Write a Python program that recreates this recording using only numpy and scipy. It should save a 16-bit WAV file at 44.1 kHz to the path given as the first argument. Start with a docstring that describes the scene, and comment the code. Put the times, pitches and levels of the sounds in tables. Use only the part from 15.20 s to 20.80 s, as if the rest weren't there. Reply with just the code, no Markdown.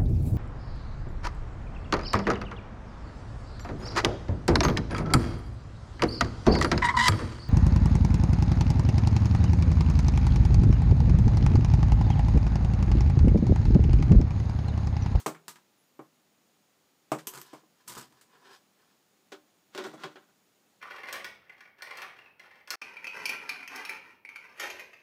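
"""A hobby knife thumps a mat on a work table and the plastic sprue clicks; the pressed blade squeaks faintly.
The blade knocks through with the loudest thump, and the cut rod ticks high above the frame.
The sprue clicks, rattles and slides as it is lifted away; then the hand nudges tweezers across the mat.
Impacts and tiny friction slips excite decaying modes, filtered noise and the early reflections of a small room.
A faint steady hiss with two thin whines lies under everything."""
import sys
import numpy as np
from scipy import signal
from scipy.fft import rfft, irfft
from scipy.io import wavfile

SR = 44100
rng = np.random.default_rng(int(sys.argv[2]) if len(sys.argv) > 2 else 0)


def generate_wav(signal):
    """Clip the signal to [-1, 1] and save it as 16-bit WAV at the path in sys.argv[1]."""
    frames = np.transpose(np.atleast_2d(signal))
    scaled = np.clip(frames, -1, 1) * 32767
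    pcm = np.round(scaled).astype(np.int16)
    wavfile.write(sys.argv[1], SR, pcm)


N = 247173
TIME = np.arange(N) / SR
RING = TIME[:SR // 2]  # time axis of one impulse response

# tugs that drag the edges of the sprue over the mat:
# (start of hold [s], length of hold [s], rattle level [dB], level of the table's boom [dB])
SPRUE_TUGS = [(2.137, 0.042, -45.5, -51), (2.68, 0.039, -42.5, -43), (2.776, 0.021, -43.5, -32)]


def table():
    """Impact and forced vibration: thumps on the mat excite the table; each tug of the frame makes it boom."""
    # blows into the mat and table:
    # (time [s], level [dB], bass [dB], treble [dB], sharpness of the contact [dB])
    impacts = [(.0615, -19, 5, 7, 5), (.079, -26.5, -4, 6, -13), (.147, -29, -33, -8.5, 4.5),
               (.792, -34.5, 4.5, -13, 4), (1.9178, -15, 2.5, 2, 3), (2.331, -31, 0, 2.5, -9),
               (2.43, -56.5, 8.5, -3, -10), (2.772, -45, 4, -2, -15), (4.665, -40, 12, 13, -5),
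               (4.736, -36, 5.5, 2.5, -8), (4.8385, -36, 10, -13, 1)]
    # ringing modes of the table: (frequency [Hz], level [dB], t60 [s])
    modes = [(137, -8.5, 0.21), (159.7, -15.5, 0.46), (231, -12, 0.22), (312, 2.5, 0.18), (397.5, -9, 0.25),
             (459, -8, 0.15), (632.3, 3.5, 0.096), (768, 5.5, 0.063), (1064, -2, 0.17), (1148, 5, 0.068),
             (1240, -3.5, 0.03), (1373, -10.5, 0.18), (2170, -10, 0.13), (2290, -11, 0.12),
             (2490, -23, 0.24)]
    # dense remainder of the table's modes: (frequency [Hz], level [dB])
    body = [(55, -43.5), (100, -18.5), (135, -10), (320, -0.5), (700, 0), (1200, -2), (1550, -10.5),
            (2500, -17.5), (4500, -25.5), (8000, -21), (11000, -33), (15000, -32)]
    # the table top booming under the dragged frame: (frequency [Hz], level [dB])
    boom_body = [(60, -26), (100, -16), (135, 13), (240, 2.5), (330, -22), (700, -38), (3000, -58)]
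    thumps = blows(impacts, body, modes, push_db=10.5, crack_db=2, crack_t60=0.034,
                   room_db=-0.5, room_t60=0.18, modes_db=-17.5)
    weight = sum(undb(db) * stroke(start, length, attack_s=0.0116, release_s=0.059)
                 for start, length, _, db in SPRUE_TUGS)
    boom = friction(boom_body, modes, slips_per_s=560, spread_db=-2.5, modes_db=-31, room_t60=0.17)
    return thumps + weight * boom


def sprue():
    """Impact and sliding friction: the plastic frame clicks, catches on the mat and slides away."""
    # clicks of the frame: (time [s], level [dB], bass [dB], treble [dB], sharpness of the contact [dB])
    impacts = [(.001, -44.5, -2.5, 1, 3.5), (.0652, -31.5, -1, -3, 8), (.2812, -35.5, -5, -0.5, 5.5),
               (.3575, -44.5, -14, -13.5, 7), (1.985, -36.5, -42, -11.5, -1), (2.168, -45, 5.5, -7, -17),
               (2.266, -59.5, 3, 3, 6), (2.679, -43, -17, 9, 2.5), (2.696, -38.5, -5, -2.5, 3),
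               (2.752, -45.5, -3, 0, 6), (2.7688, -40.5, 3.5, -18, 11), (2.778, -44, 3, -1, 2),
               (2.9244, -57, -2, -9, 8), (3.0122, -52.5, -18, -1, 4.5)]
    # ringing modes of the frame: (frequency [Hz], level [dB], t60 [s])
    modes = [(142.1, -4.5, 0.24), (358.3, -3, 0.36), (946, -2.5, 0.2), (987, 3.5, 0.18), (1092, -10, 0.11),
             (1236, 6, 0.13), (1522, -12, 0.052), (1520, -14, 0.1), (7970, -2.5, .13)]
    # dense remainder of the frame's modes: (frequency [Hz], level [dB])
    body = [(60, -16.5), (140, 4.5), (350, 5), (620, -6), (1000, 5), (1800, -2), (2500, -6), (3200, -3),
            (4800, -3), (6500, -2.5), (8500, -0.5), (10800, -9), (13300, -6), (15000, -10.5)]
    # spectrum of the smoothly sliding frame: (frequency [Hz], level [dB])
    slide_body = [(100, -48), (370, 8), (600, -8), (1000, 5), (1250, -2.5), (1600, 3), (2300, -8.5),
                  (2950, -3.5), (3800, -7.5), (5000, -5.5), (8000, -17), (14000, -25)]
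    # smooth slides as the frame is turned and lifted:
    # (start of hold [s], length of hold [s], level [dB], treble [dB])
    slide_events = [(2.153, 0.022, -43, -14), (2.242, 0.14, -58, 7), (2.753, 0.085, -49, 5),
                    (2.61, .005, -63.5, 5), (2.98, .015, -57.5, -1), (3.142, .015, -52.5, -16),
                    (3.258, 0.056, -45.5, -8.5), (3.34, 0.013, -54.5, 10), (3.61, 0.013, -60, -4),
                    (3.684, 0.043, -68.5, 6)]
    clicks = blows(impacts, body, modes, push_db=12.5, crack_db=-1.0, crack_t60=0.023,
                   room_db=1, room_t60=0.16, modes_db=-19.0)
    catch = sum(undb(db) * stroke(start, length, attack_s=0.0051, release_s=0.031)
                for start, length, db, _ in SPRUE_TUGS)
    rattle = friction(body, modes, slips_per_s=240, spread_db=2.5, modes_db=-17.5, room_t60=0.077)
    slide = friction(slide_body, modes, slips_per_s=2400, spread_db=5.0, modes_db=-24, room_t60=0.079)
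    dull = lowpass(slide, 2340)
    bright = slide - dull
    slides = np.zeros(N)
    for start, length, db, treble_db in slide_events:
        motion = stroke(start, length, attack_s=0.033, release_s=0.024)
        slides += undb(db) * motion * (dull + undb(treble_db) * bright)
    return clicks + catch * rattle + slides


def rod():
    """Modal resonance: the small, stiff rod ticks against the frame and rings far higher than it."""
    # the thin rod snapping free and ticking against the frame:
    # (time [s], level [dB], bass [dB], treble [dB], sharpness of the contact [dB])
    impacts = [(2.0705, -31.5, 1, 2.5, 0.5), (2.1375, -48.5, 3, -6, 11.5), (2.198, -52, -11, 3, -2),
               (2.2145, -45, 4, -1.5, 7)]
    # ringing modes of the rod: (frequency [Hz], level [dB], t60 [s])
    modes = [(374, 0, 0.17), (437, -3.5, 0.2), (1006, 1.5, 0.18), (3340, -5.5, 0.15), (6380, 3, 0.13),
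             (8000, 3, .14), (13000, -14, 0.055), (12220, -21, 0.11), (13400, -3, 0.1), (13900, 3, 0.11)]
    # dense remainder of the rod's modes: (frequency [Hz], level [dB])
    body = [(60, -32), (150, -4.5), (380, -0.5), (620, -13), (1000, -2), (2500, -7), (3100, 0.5),
            (3700, -8.5), (6300, -1.5), (9000, -3), (11000, -6.5), (12100, 0), (13600, 0), (15000, -10)]
    return blows(impacts, body, modes, push_db=-1, crack_db=4.5, crack_t60=0.021,
                 room_db=0.5, room_t60=0.14, modes_db=-18.0)


def tweezers():
    """Impact and sliding friction: the tweezers rock and slide on the mat under the hand."""
    # knocks of the tweezers: (time [s], level [dB], bass [dB], treble [dB], sharpness of the contact [dB])
    impacts = [(4.1195, -31.5, -2, 3, -4), (4.5492, -31.5, -0.5, 4, 3), (4.5775, -24, -2.5, 2, 5),
               (4.599, -33, 4, -11, -14), (4.6375, -31.5, -4, 7, -12), (4.648, -31, -3, -25, -18),
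               (4.8355, -23, -8, -4, 3), (4.9577, -34, -7.5, -12, 5), (5.0241, -50, -19, -21, 5.5),
               (5.088, -54.5, -11, -21, 6)]
    # ringing modes of the tweezers: (frequency [Hz], level [dB], t60 [s])
    modes = [(305, -9, 0.34), (371.4, 1.5, 0.13), (392, 0, 0.16), (580, -8, 0.21), (773, -10.5, 0.19),
             (1065, -11.5, 0.16), (1462, -6, 0.12), (2270, -16, 0.099), (2980, -17.5, 0.073),
             (3320, -15, 0.1)]
    # dense remainder of their modes: (frequency [Hz], level [dB])
    body = [(60, -38), (120, -20), (165, -3.5), (350, 2.5), (800, -2.5), (1400, -0.5), (2300, -9),
            (3300, -7.5), (4400, -11.5), (7000, -19.5), (11000, -32.5), (15000, -33)]
    # shoves of the hand: (start of hold [s], length of hold [s], level [dB], bass [dB])
    shoves = [(4.548, 0.033, -40, -10), (4.613, 0.057, -41.5, 3.5), (4.808, 0.011, -40.5, -1.5)]
    out = blows(impacts, body, modes, push_db=11.5, crack_db=3.0, crack_t60=0.0092,
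                room_db=1.0, room_t60=0.15, modes_db=-8.5)
    slide = friction(body, modes, slips_per_s=900, spread_db=6.0, modes_db=-22.0, room_t60=0.11)
    low = lowpass(slide, 1300)
    high = slide - low
    for start, length, db, bass_db in shoves:
        motion = stroke(start, length, attack_s=0.012, release_s=0.078)
        out += undb(db) * motion * (high + undb(bass_db) * low)
    return out


def squeak():
    """Frequency and amplitude modulation: a thin tone rises, then sags, and flickers as the blade grips."""
    # pitch while the blade presses into the plastic: (time [s], centre of the wavering pitch [Hz])
    pitch = [(.59, 10200), (.66, 11850), (.71, 12050), (.79, 11800), (.84, 11450), (.89, 11480)]
    level_db, flicker_db = -80, 7  # flicker per standard deviation of the grip
    jitter = 0.0068  # standard deviation of pitch, as a fraction
    edge_s = 0.012  # time constant of onset and decay
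    s, hz = np.transpose(pitch)
    waver = lowpass(rng.standard_normal(N), 150)
    grip = lowpass(lowpass(rng.standard_normal(N), 20), 20)
    wavering_hz = np.interp(TIME, s, hz) * (1 + jitter * waver / waver.std())
    phase = 2 * np.pi * np.cumsum(wavering_hz) / SR
    level = undb(level_db + flicker_db * np.clip(grip / grip.std(), -2, 1))
    return level * stroke(s[0], s[-1] - s[0], edge_s, edge_s) * np.sin(phase)


def air():
    """Filtered random noise: steady room air and microphone hiss, with whines from narrow resonances."""
    # spectrum of the hiss: (frequency [Hz], relative level [dB])
    spectrum = [(18, -88.5), (30, -34), (192, -2.5), (410, -6.5), (492, -8), (691, -9.5), (767, -8.5),
                (921, -12), (1200, -12), (1640, -14.5), (1820, -14.5), (4090, -16.5), (6720, -19),
                (14000, -25), (15500, -17)]
    # narrow whines in the hiss: (frequency [Hz], width [Hz], RMS level [dB])
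    whines = [(6790, 120, -84), (13590, 170, -88.5)]
    hiss = colour(rng.standard_normal(N), spectrum)
    out = undb(-68) * hiss / hiss.std()
    for hz, width, db in whines:
        whine = signal.lfilter(*signal.iirpeak(hz, hz / width, fs=SR), rng.standard_normal(N))
        out += undb(db) * whine / whine.std()
    return out


def blows(events, body, modes, push_db, crack_db, crack_t60, room_db, room_t60, modes_db):
    """Impulse excitation: a push and a crack; each event sets its own bass, treble and sharpness of contact."""
    bass_hz, middle_hz, treble_hz = 324, 1630, 9500
    out = np.zeros(N)
    for start, db, bass_db, treble_db, sharp_db in events:
        contact = undb(crack_db) * rng.standard_normal(len(RING)) * fade(crack_t60)
        contact[0] += undb(push_db)
        excitation = undb(sharp_db) * contact + undb(room_db) * reflections(room_t60)
        sound = colour(excitation, body) + undb(modes_db) * ringing(modes)
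        tone = [(bass_hz, bass_db), (middle_hz, 0), (treble_hz, treble_db)]
        add(out, undb(db) * colour(sound, tone), start)
    return out


def friction(body, modes, slips_per_s, spread_db, modes_db, room_t60):
    """Stick-slip as a random impulse train: tiny uneven slips each ring the body and the room."""
    happens = rng.random(N) < slips_per_s / SR
    direction = rng.choice([-1, 1], N)
    size = undb(spread_db * np.clip(rng.standard_normal(N), -2, 2))
    slips = happens * direction * size
    space = reflections(room_t60)
    space[0] += undb(23)  # the direct sound
    response = (colour(space, body) + undb(modes_db) * ringing(modes)) / np.linalg.norm(space)
    return signal.fftconvolve(slips / slips.std(), response)[:N]


def ringing(modes, detune=0.0041, build_s=0.0034):
    """Modal superposition: damped sines, each detuned slightly at random at every call."""
    shift = 1 + detune * rng.standard_normal(len(modes))
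    tones = np.zeros(len(RING))
    for k, (hz, db, t60) in enumerate(modes):
        sine = np.sin(2 * np.pi * hz * shift[k] * RING)
        tones += (-1) ** k * undb(db) * fade(t60) * sine  # alternate polarity
    return tones * (1 - np.exp(-RING / build_s))


def reflections(t60, build_s=0.0012, late_db=-25, late_t60=0.7, late_hz=900):
    """Diffuse reverberation: dense early reflections build up quickly and leave a faint dull tail."""
    early, late = rng.standard_normal((2, len(RING)))
    tail = undb(late_db) * lowpass(late, late_hz) * fade(late_t60)
    return (early * fade(t60) + tail) * (1 - np.exp(-RING / build_s))


def stroke(start, length, attack_s, release_s):
    """Motion envelope: an exponential rise up to start, a hold for length, then an exponential decay."""
    rise = np.minimum(TIME - start, 0) / attack_s
    decay = np.maximum(TIME - start - length, 0) / release_s
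    return np.exp(rise - decay)


def fade(t60):
    """Exponential damping: a decay that loses 60 dB in t60 seconds."""
    return np.exp(-np.log(1000) * RING / t60)


def colour(x, points, size=4096):
    """Minimum-phase filtering: a causal response through (Hz, dB) points, by folding the cepstrum."""
    hz, db = np.transpose(points)
    bins = np.maximum(np.arange(size // 2 + 1), 1) * SR / size
    cepstrum = irfft(np.log(undb(np.interp(np.log(bins), np.log(hz), db))))
    cepstrum[1:size // 2] *= 2
    cepstrum[size // 2 + 1:] = 0
    return signal.fftconvolve(x, irfft(np.exp(rfft(cepstrum))))[:len(x)]


def lowpass(x, hz):
    """First-order low-pass filtering: a slope of 6 dB an octave."""
    return signal.sosfilt(signal.butter(1, hz, fs=SR, output="sos"), x)


def undb(db):
    """Logarithmic level: decibels to amplitude gain."""
    return 10 ** (np.asarray(db) / 20)


def add(track, sound, start):
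    """Linear superposition: mix a sound into the track at a time in seconds."""
    i = max(int(start * SR), 0)
    track[i:i + len(sound)] += sound[:N - i]


def scene():
    """Superposition of everything on the work table, heard from one point."""
    return (table() + sprue() + rod() + tweezers() + squeak() + air())[None]


def record(dry):
    """Band limiting: the recorder cuts steeply above 15.5 kHz."""
    # tenth-order elliptic filter: 0.2 dB ripple, 70 dB rejection
    return signal.sosfilt(signal.ellip(10, .2, 70, 15500, fs=SR, output="sos"), dry)


dry = scene()
out = record(dry)
generate_wav(out)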